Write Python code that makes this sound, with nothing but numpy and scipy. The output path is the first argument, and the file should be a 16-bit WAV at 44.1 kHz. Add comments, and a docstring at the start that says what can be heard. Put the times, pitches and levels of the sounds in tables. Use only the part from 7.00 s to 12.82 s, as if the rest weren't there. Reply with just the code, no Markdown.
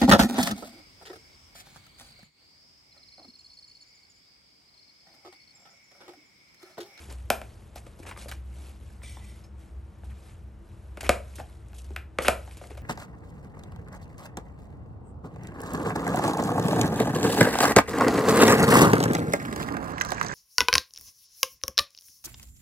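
"""Spoon in a bowl of coated pieces

Close two-port microphone in a kitchen: a spoon knocks and scrapes in a plastic bowl of coated vegetable
pieces on a wooden counter. Blows are rough contacts ringing in the bowl; rubbing is grainy filtered noise.
A hand or sleeve rustles softly; a packet slides (noise ringing in stiff walls) and nudges a jar (sines).
Behind, an appliance rumbles as a wavering low tone and steady narrow-band noise, over steady room tone.
The room answers the blows with a brief tail of sparse random echoes."""
import sys
import numpy as np
from scipy import signal
from scipy.fft import rfft, irfft, next_fast_len
from scipy.io import wavfile
from scipy.ndimage import uniform_filter1d

SR = 44100
rng = np.random.default_rng(int(sys.argv[2]) if len(sys.argv) > 2 else 0)


def output_pcm(signal):
    """Save a mono or channel-first signal as 16-bit PCM at the path in sys.argv[1].

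    Samples are clipped to [-1, 1] before scaling.
    """
    pcm = np.clip(np.atleast_2d(signal).T, -1, 1) * 32767
    wavfile.write(sys.argv[1], SR, np.round(pcm).astype(np.int16))


def gain_from_decibels(decibels):
    """Convert decibel values to linear amplitude factors."""
    exponent = np.asarray(decibels, float) / 20
    return 10 ** exponent


N = 256662

# colour of the room tone, emptied above about 13 kHz: pitch_hz, density_db (relative, per Hz)
AIR_COLOUR = [(15, -47), (25, -11), (53, 0.5), (82, 0), (270, -22.5), (326, -22.5), (416, -21.5),
              (1190, -30.5), (4740, -50.5), (9070, -53.5), (11300, -52), (12300, -65), (13000, -100),
              (16000, -110)]
# level curve of the narrow low band near 65 Hz, with its random wavering: time_s, level_db (rms)
LOW_BAND_LEVEL = [(0, -54), (.15, -37.5), (.5, -48), (.62, -62.5), (.79, -45.5), (.91, -58.5),
                  (1.42, -38.5), (1.87, -46), (2.3, -42.5), (2.45, -52), (2.59, -41.5), (2.67, -54),
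                  (2.77, -37), (2.97, -55.5), (3.08, -36), (3.36, -61.5), (3.44, -42), (3.7, -58),
                  (3.92, -40), (4.0, -53), (4.07, -33), (4.23, -44), (4.32, -42), (4.59, -49.5),
                  (4.94, -37), (5.14, -50.5), (5.32, -37.5), (5.64, -50.5), (5.79, -40)]
# low room modes fed by the appliance noise: pitch_hz, width_hz, level_db (rms)
ROOM_MODES = [(49.9, 7, -55.5), (85.7, 18.7, -50.5), (112.6, 16.5, -54.5), (205.3, 16.8, -63),
              (327, 24.7, -65.5)]
# how long the echo lasts by pitch, the top cut short: pitch_hz, t60_s
ECHO_DECAY = [(125, 0.18), (500, 0.33), (1500, 0.28), (4000, 0.23), (12000, 0.27), (13500, 0.035)]
# the packet's slide over the wood: time_s, level_db
SLIDE_LEVEL = [(2.012, -84), (2.034, -47), (2.13, -51.5), (2.23, -59.5), (2.316, -57.5), (2.45, -80)]
# resonances of the packet walls: pitch_hz, width_hz, level_db (relative)
PACKET_WALLS = [(2000, 52, 6.5), (2314, 47, 8), (3240, 260, -2), (3590, 30, 3), (5570, 50, -0.5),
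                (6600, 65, -2), (8600, 45, -8.5), (8500, 87, -1), (9100, 230, -5), (10060, 55, 9)]
# tones of the nudged jar: pitch_hz, level_db, t60_s
JAR_TONES = [(5150, -49, 0.037), (6400, -51.5, 0.03), (5480, -70, 0.2)]
# modes of the bowl and the counter under it: pitch_hz, drive_db (relative, before weighting by t60), t60_s
BOWL_MODES = [(62, -3, 0.087), (138, -9, 0.048), (203.5, 0, 0.057), (340, -17, 0.06), (357, -6.5, 0.073),
              (585, 8, 0.022), (672, 5, 0.084), (682.5, 20.5, 0.011), (774, 13.5, 0.021),
              (872, -13.5, 0.078), (1098, 3, 0.0088), (1234, 0, 0.02), (1481, 9, 0.006),
              (2272, -4.5, 0.037), (2530, 12, 0.0026), (2900, -40, 0.0033), (4330, 21, 0.00047),
              (5740, -2, 0.0011), (7200, -2, 0.004), (11220, 16, 0.0016)]
# colour of the friction, emptied above about 13 kHz: pitch_hz, density_db (relative, per Hz)
RUB_COLOUR = [(150, -1), (300, -0.5), (1000, -11), (2200, -8.5), (4700, -13.5), (8100, -13), (11500, -10.5),
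              (12500, -54), (13200, -85.5), (16000, -91)]
# soft rustling of a hand or sleeve that comes and goes: time_s, hiss_db
RUSTLE_LEVEL = [(0, -53.5), (.28, -68), (.45, -62), (.72, -69), (.95, -66.5), (1.34, -62.5), (1.43, -72),
                (1.6, -58.5), (1.69, -58), (1.78, -68.5), (1.9, -63.5), (2.0, -71), (2.4, -64), (2.53, -83),
                (2.62, -63.5), (2.76, -77), (3.02, -72.5), (3.29, -61), (3.43, -75.5), (3.58, -80.5),
                (3.69, -70), (3.95, -71), (4.3, -61.5), (4.53, -65), (4.64, -72.5), (4.95, -65.5),
                (5.08, -97.5), (5.18, -73), (5.45, -59), (5.82, -70)]
# wall sound of the rustling: low_db, middle_db (against its hiss)
RUSTLE_WALL_DB = [-3.5, -1]
# short scrapes: start_s, length_s, hiss_db, low_db, middle_db (wall sound against the hiss)
SCRAPES = [(0.094, 0.026, -55.5, 1, 0), (0.753, 0.03, -52, -16, -1.5), (0.861, .01, -62, 8, -4),
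           (0.987, 0.0078, -61, 2, -5), (1.024, .012, -61.5, 8, 4.5), (1.061, 0.016, -50, 0.5, 3),
           (1.086, 0.0082, -50.5, 1, 4), (1.108, 0.005, -58.5, 12, 15), (1.17, 0.069, -51, -12, -7),
           (1.281, 0.012, -44.5, -10, -3), (1.316, 0.0065, -48.5, -2, 4.5), (2.438, 0.017, -70, -2, -4),
           (3.04, 0.011, -63.5, 3.5, -2.5), (3.094, 0.03, -76.5, -5, 14), (3.97, 0.0048, -61.5, 19, 12),
           (4.005, 0.0055, -41, -4, 0), (4.034, 0.035, -47, 6, 6), (4.352, 0.011, -49.5, -19, -23),
           (4.385, 0.016, -53.5, 11, 2), (4.74, 0.029, -59.5, -15, -13), (4.781, 0.0088, -50, -13, -34),
           (4.84, 0.012, -60, -3, -18), (5.199, 0.021, -52, 12.5, 5), (5.218, 0.023, -41.5, 0.5, 0),
           (5.246, 0.043, -42, 7.5, 11.5), (5.512, 0.012, -64, -8, -6), (5.567, 0.012, -58, -5, 1.5),
           (5.615, 0.047, -64, 10, -3), (5.7, 0.017, -61.5, 11, 7), (5.77, 0.0073, -56, 9, 3)]
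# centres of the registers of a blow: thud_hz, body_hz, snap_hz
REGISTERS_HZ = [600, 2000, 6000]
# knocks and ticks: start_s, peak_db, body_db, snap_db (register gains on the scale where the thud sits at -12
# dB), pitch_factor (set by the load)
KNOCKS = [(0.085, -42, -21, -25, 0.65), (0.11, -44.5, -4.5, -18, 1.4), (0.124, -36, -18, -1, 0.93),
          (0.302, -6.5, -3.5, -7.5, 1.03), (0.415, -27, -7, -17.5, 1.01), (0.758, -32.5, -18, -11.5, 1.11),
          (0.774, -50, -13, -17, 0.77), (0.866, -39, -8, -19, 0.88), (0.999, -38, -32, -20, 0.52),
          (1.03, -46, -11, -24, 0.74), (1.052, -40.5, -4, -32, 1.24), (1.074, -49, 2, -5, 1.2),
          (1.092, -54, 0, -5, 1.01), (1.112, -32, 0, -17, 1.4), (1.162, -38, 0, -24, 1.6),
          (1.174, -37, 3, -38, 0.9), (1.257, -33.5, -24, -30, 0.89), (1.29, -39, 2, -7, 0.93),
          (1.314, -27.5, 10.5, 6, 1.2), (2.018, -44, 11, -10, 1.36), (2.033, -41, -2, -13, 0.9),
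          (2.168, -38, -10, -35, 1.4), (3.034, -43, -10, -32, 1.13), (3.972, -32.5, 4, -6.5, 0.96),
          (4.008, -25, 11, 8, 0.98), (4.03, -28, -17, -12.5, 1.05), (4.092, -3.5, -6, -13, 0.95),
          (4.356, -39, -24, 5, 1), (4.383, -38, 6, -25, 0.59), (4.399, -26.5, -13.5, -29, 1.13),
          (4.684, -50, -23, 11, 0.86), (4.731, -43.5, -1, -13, 1.09), (4.819, -44, -19, 4, 0.82),
          (4.849, -61, 7, 1, 1.2), (4.905, -35.5, -26, -29, 0.61), (4.962, -20, 16, -2, 1.02),
          (5.186, -12, -0.5, -17.5, 0.85), (5.282, -2.5, -4, -10.5, 0.97), (5.476, -41, -5, -23, 1.19),
          (5.511, -37.5, 25, 15, 0.93), (5.57, -38, 5, 12, 0.95), (5.613, -35.5, -16, -26, 0.95),
          (5.639, -39, 1, -25, 0.91), (5.671, -39, -11, 0, 0.95), (5.713, -36, -24, -23, 0.67),
          (5.751, -44.5, -1, -14, 1.1), (5.776, -36, -9, -17.5, 0.96)]
# likeness of diffuse sound at the two microphone ports: pitch_hz, likeness (clipped to 0..1)
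PORT_LIKENESS = [(60, -1.5), (200, 1.08), (600, 0.5), (1200, 0.44), (2200, 1.02), (5000, 0.9), (12000, 1)]
# phase between the ports: pitch_hz, left_lead_rad
PORT_LEAD = [(60, 0), (900, 0), (1550, -.2), (2200, .1), (3100, .65), (5000, .5), (6500, 0), (7900, .55),
             (8650, 0), (9300, -1.6), (10300, -3.14), (12050, -6.28), (13400, -9), (15300, -12.6)]
# level between the ports: pitch_hz, left_over_right_db
PORT_BALANCE = [(60, 0.2), (180, 3), (550, 1.7), (1650, 0.91), (4970, 0.0), (15000, 0.35)]


def evened(x):
    """Scales to rms 1."""
    return x / np.sqrt(np.mean(x ** 2) + 1e-20)


def read(points, hz):
    """Reads a table on a log-frequency axis."""
    f, value = np.transpose(points)
    return np.interp(np.log(hz + 1), np.log(f + 1), value)


def curve(rows):
    """Reads (time_s, value) rows at every sample."""
    return np.interp(np.arange(N) / SR, *np.transpose(rows))


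def add(mix, start_s, sound):
    """Mixes a sound in at its start time."""
    part = mix[round(start_s * SR):][:len(sound)]
    part += sound[:len(part)]


def resonate(x, hz, width_hz):
    """Shifts hz down to zero, smooths twice, and shifts back."""
    turn = np.exp(2j * np.pi * hz * np.arange(len(x)) / SR)
    r = np.exp(-np.pi * width_hz / SR)
    once = signal.lfilter([1 - r], [1, -r], x / turn)
    twice = signal.lfilter([1 - r], [1, -r], once)
    return (turn * twice).real


def port_pair(hz, left, other):
    """Two channels of short-time spectra, alike by the share that the port spacing allows."""
    same = np.clip(read(PORT_LIKENESS, hz), 0, 1)[:, None]
    right = same * left + np.sqrt(1 - same ** 2) * other
    return np.array([left, right])


def noise(field_db, size, patchy_db):
    """Two-channel noise; field_db(hz, s) sets the level over frequency and time, in random patches."""
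    hz = np.fft.rfftfreq(size, 1 / SR)
    s = np.arange(4 * N // size + 5) * size / 4 / SR
    a, b, c, d, e = rng.standard_normal((len(s), len(hz), 5)).T
    patches = evened(uniform_filter1d(uniform_filter1d(e, size=6, axis=0), size=6, axis=1))
    level_db = field_db(hz[:, None], s) + patchy_db * patches
    spectra = port_pair(hz, a + 1j * b, c + 1j * d) * gain_from_decibels(level_db)
    return signal.istft(spectra, nperseg=size, noverlap=3 * size // 4)[1][:, :N]


def grains(depth_db, size):
    """Stick-slip flutter of a rubbing level, smoothed over size samples."""
    flutter = evened(uniform_filter1d(rng.standard_normal(N), size=size))
    return evened(gain_from_decibels(depth_db * flutter))


def air():
    """Steady room tone: diffuse noise, held back below 140 Hz."""
    tone = noise(lambda hz, s: read(AIR_COLOUR, hz) - 15 * (hz < 140), size=2048, patchy_db=0.4)
    return gain_from_decibels(-56.5) * evened(tone)


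def rumble():
    """A low tone of wavering pitch and level, and steady narrow-band noise in the low room modes, in mono."""
    centre_hz, waver_hz = 65.4, 2.51  # mean and rms waver
    hz = centre_hz + waver_hz * evened(uniform_filter1d(rng.standard_normal(N), size=8000))
    low_band = np.sqrt(2) * gain_from_decibels(curve(LOW_BAND_LEVEL)) * np.sin(2 * np.pi * np.cumsum(hz) / SR)
    drive = rng.standard_normal(N)
    return low_band + sum(gain_from_decibels(db) * evened(resonate(drive, f, width)) for f, width, db in ROOM_MODES)


def kitchen(x):
    """Sparse echoes of random sign, one in every 20 samples, each band dying at its own speed."""
    taps = np.zeros((2, SR // 2))
    at = np.arange(160, SR // 2 - 20, 20)
    at = at + rng.integers(0, 20, (2, len(at)))
    np.put_along_axis(taps, at, rng.choice([-1., 1.], at.shape), 1)
    hz, t, spectra = signal.stft(taps, SR, nperseg=256)
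    decay = gain_from_decibels(-60 * t / read(ECHO_DECAY, hz)[:, None])
    tail = signal.istft(port_pair(hz, *spectra) * decay, SR, nperseg=256)[1]
    return signal.fftconvolve(x[None], tail / np.linalg.norm(tail[0]), axes=1)[:, :N]


def packet_slide():
    """Friction noise of the packet on the wood rings faintly in its stiff walls."""
    def colour_db(hz, s):
        walls = sum(gain_from_decibels(db) ** 2 / (1 + ((hz - f) / (width / 2)) ** 2) for f, width, db in PACKET_WALLS)
        edges_db = -20 * np.log10(1 + (1500 / (hz + 1)) ** 4 + (hz / 12000) ** 12)
        return 10 * np.log10(gain_from_decibels(-22) + walls) + edges_db

    hiss = evened(noise(colour_db, size=1024, patchy_db=3.5))
    t = np.arange(N) / SR
    moving = (t > SLIDE_LEVEL[0][0]) & (t < SLIDE_LEVEL[-1][0])
    flutter = grains(0.9, size=200) * grains(1.9, size=1500)  # fine and coarse
    return gain_from_decibels(curve(SLIDE_LEVEL)) * moving * hiss * flutter


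def jar_clink():
    """The nudged jar rings in a few thin glass tones, starting softly."""
    out, t = np.zeros(N), np.arange(SR // 2) / SR
    tones = sum(gain_from_decibels(db - 60 * t / t60) * np.sin(2 * np.pi * hz * t) for hz, db, t60 in JAR_TONES)
    add(out, 2.438, tones * (1 - np.exp(-t / 0.0024)))
    return out


def bowl(hz, factor):
    """Response of the damped plastic wall: neighbouring modes answer with opposite sign."""
    return sum((-1) ** k * gain_from_decibels(db) * t60 / (1 + 1j * (hz - f * factor) * t60 / 1.1)
               for k, (f, db, t60) in enumerate(BOWL_MODES))


def strokes():
    """Gains of hiss, low and middle: each scrape grips quickly, holds and lets go, over the rustling."""
    grip_s, let_go_db_per_s = 0.0052, 700
    gains = gain_from_decibels(curve(RUSTLE_LEVEL) + np.array([0, *RUSTLE_WALL_DB])[:, None])
    for start_s, length_s, hiss_db, low_db, middle_db in SCRAPES:
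        t = np.arange(0, length_s + .15, 1 / SR)
        release_db = let_go_db_per_s * np.maximum(t - length_s, 0)
        shape = np.minimum(t / grip_s, 1) * gain_from_decibels(hiss_db - release_db)
        for gain, db in zip(gains, [0, low_db, middle_db]):
            add(gain, start_s, gain_from_decibels(db) * shape)
    return gains


def crackle():
    """Sparse sudden slips of the pieces, about 70 a second: sharp start, dying in a few ms."""
    slips = (rng.random(N) < 70 / SR) * rng.exponential(0.17, N)
    return signal.lfilter([1], [1, -np.exp(-1 / (0.00073 * SR))], slips)


def rub():
    """Grainy friction hiss; pressing on the bowl wall drives its low and middle modes by changing amounts."""
    def colour_db(hz, s):
        return read(RUB_COLOUR, hz) + 7.7 * np.log10(abs(bowl(hz, 0.98)) + 1e-9)

    friction = noise(colour_db, size=256, patchy_db=2.5)
    out = 0
    bands_hz = [3000, 16000], [250, 800], [800, 3000]  # hiss, low, middle
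    for gain, edges_hz in zip(strokes(), bands_hz):
        band = signal.butter(3, edges_hz, "band", fs=SR, output="sos")
        out = out + gain * evened(signal.sosfilt(band, friction))
    return out * grains(1.47, size=120) * (1 + crackle())


def knocks():
    """Each blow is a short rough contact that swells and dies, heard through the modes of the bowl."""
    contact_ms, lag_s_at_1khz, thud_db = 1.16, 0.001099, -12
    out, size = np.zeros(N), 8192
    hz, ms = np.fft.rfftfreq(size, 1 / SR), np.arange(1024) * 1000 / SR
    # bending waves in the wall: the treble arrives first, the lag grows as 1 / sqrt(Hz)
    travel = np.exp(-4j * np.pi * lag_s_at_1khz * np.sqrt(1000 * hz))
    grit = rng.standard_normal((len(KNOCKS), len(ms)))
    for (start_s, peak_db, body_db, snap_db, factor), rough in zip(KNOCKS, grit):
        u = ms / contact_ms
        touch = rfft(rough * u ** .2 * np.exp(-u), size)
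        touch = touch / abs(touch) ** .8  # a hard contact feeds every frequency about evenly
        gains_db = read(list(zip(REGISTERS_HZ, [thud_db, body_db, snap_db])), hz)
        sound = irfft(touch * travel * gain_from_decibels(gains_db) * bowl(hz, factor))[:size // 2]
        add(out, start_s, gain_from_decibels(peak_db) * sound / abs(sound).max())
    return out


def scene():
    """Room noise, the echo of the blows 10 dB down, and the near sounds."""
    blows = knocks() + jar_clink()
    room = air() + rumble() + gain_from_decibels(-10.0) * kitchen(blows)
    return room + packet_slide() + rub() + blows


def band_limit(x):
    """A steep low-pass at the top of the band."""
    return signal.sosfilt(signal.butter(12, 16820, fs=SR, output="sos"), x)


def record(dry):
    """The two microphone ports differ in level and phase by frequency; the top is cut at 16.5 kHz."""
    size = next_fast_len(N + 4096)
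    hz = np.fft.rfftfreq(size, 1 / SR)
    side = np.array([[.5], [-.5]])  # each port takes half of the difference
    ports = gain_from_decibels(side * read(PORT_BALANCE, hz)) * np.exp(1j * side * read(PORT_LEAD, hz))
    top_cut = 1 / (1 + (hz / 16500) ** 80)
    mix = irfft(rfft(dry, size) * ports * top_cut, size)[:, :N]
    return band_limit(mix)


dry = scene()
out = record(dry)
output_pcm(out)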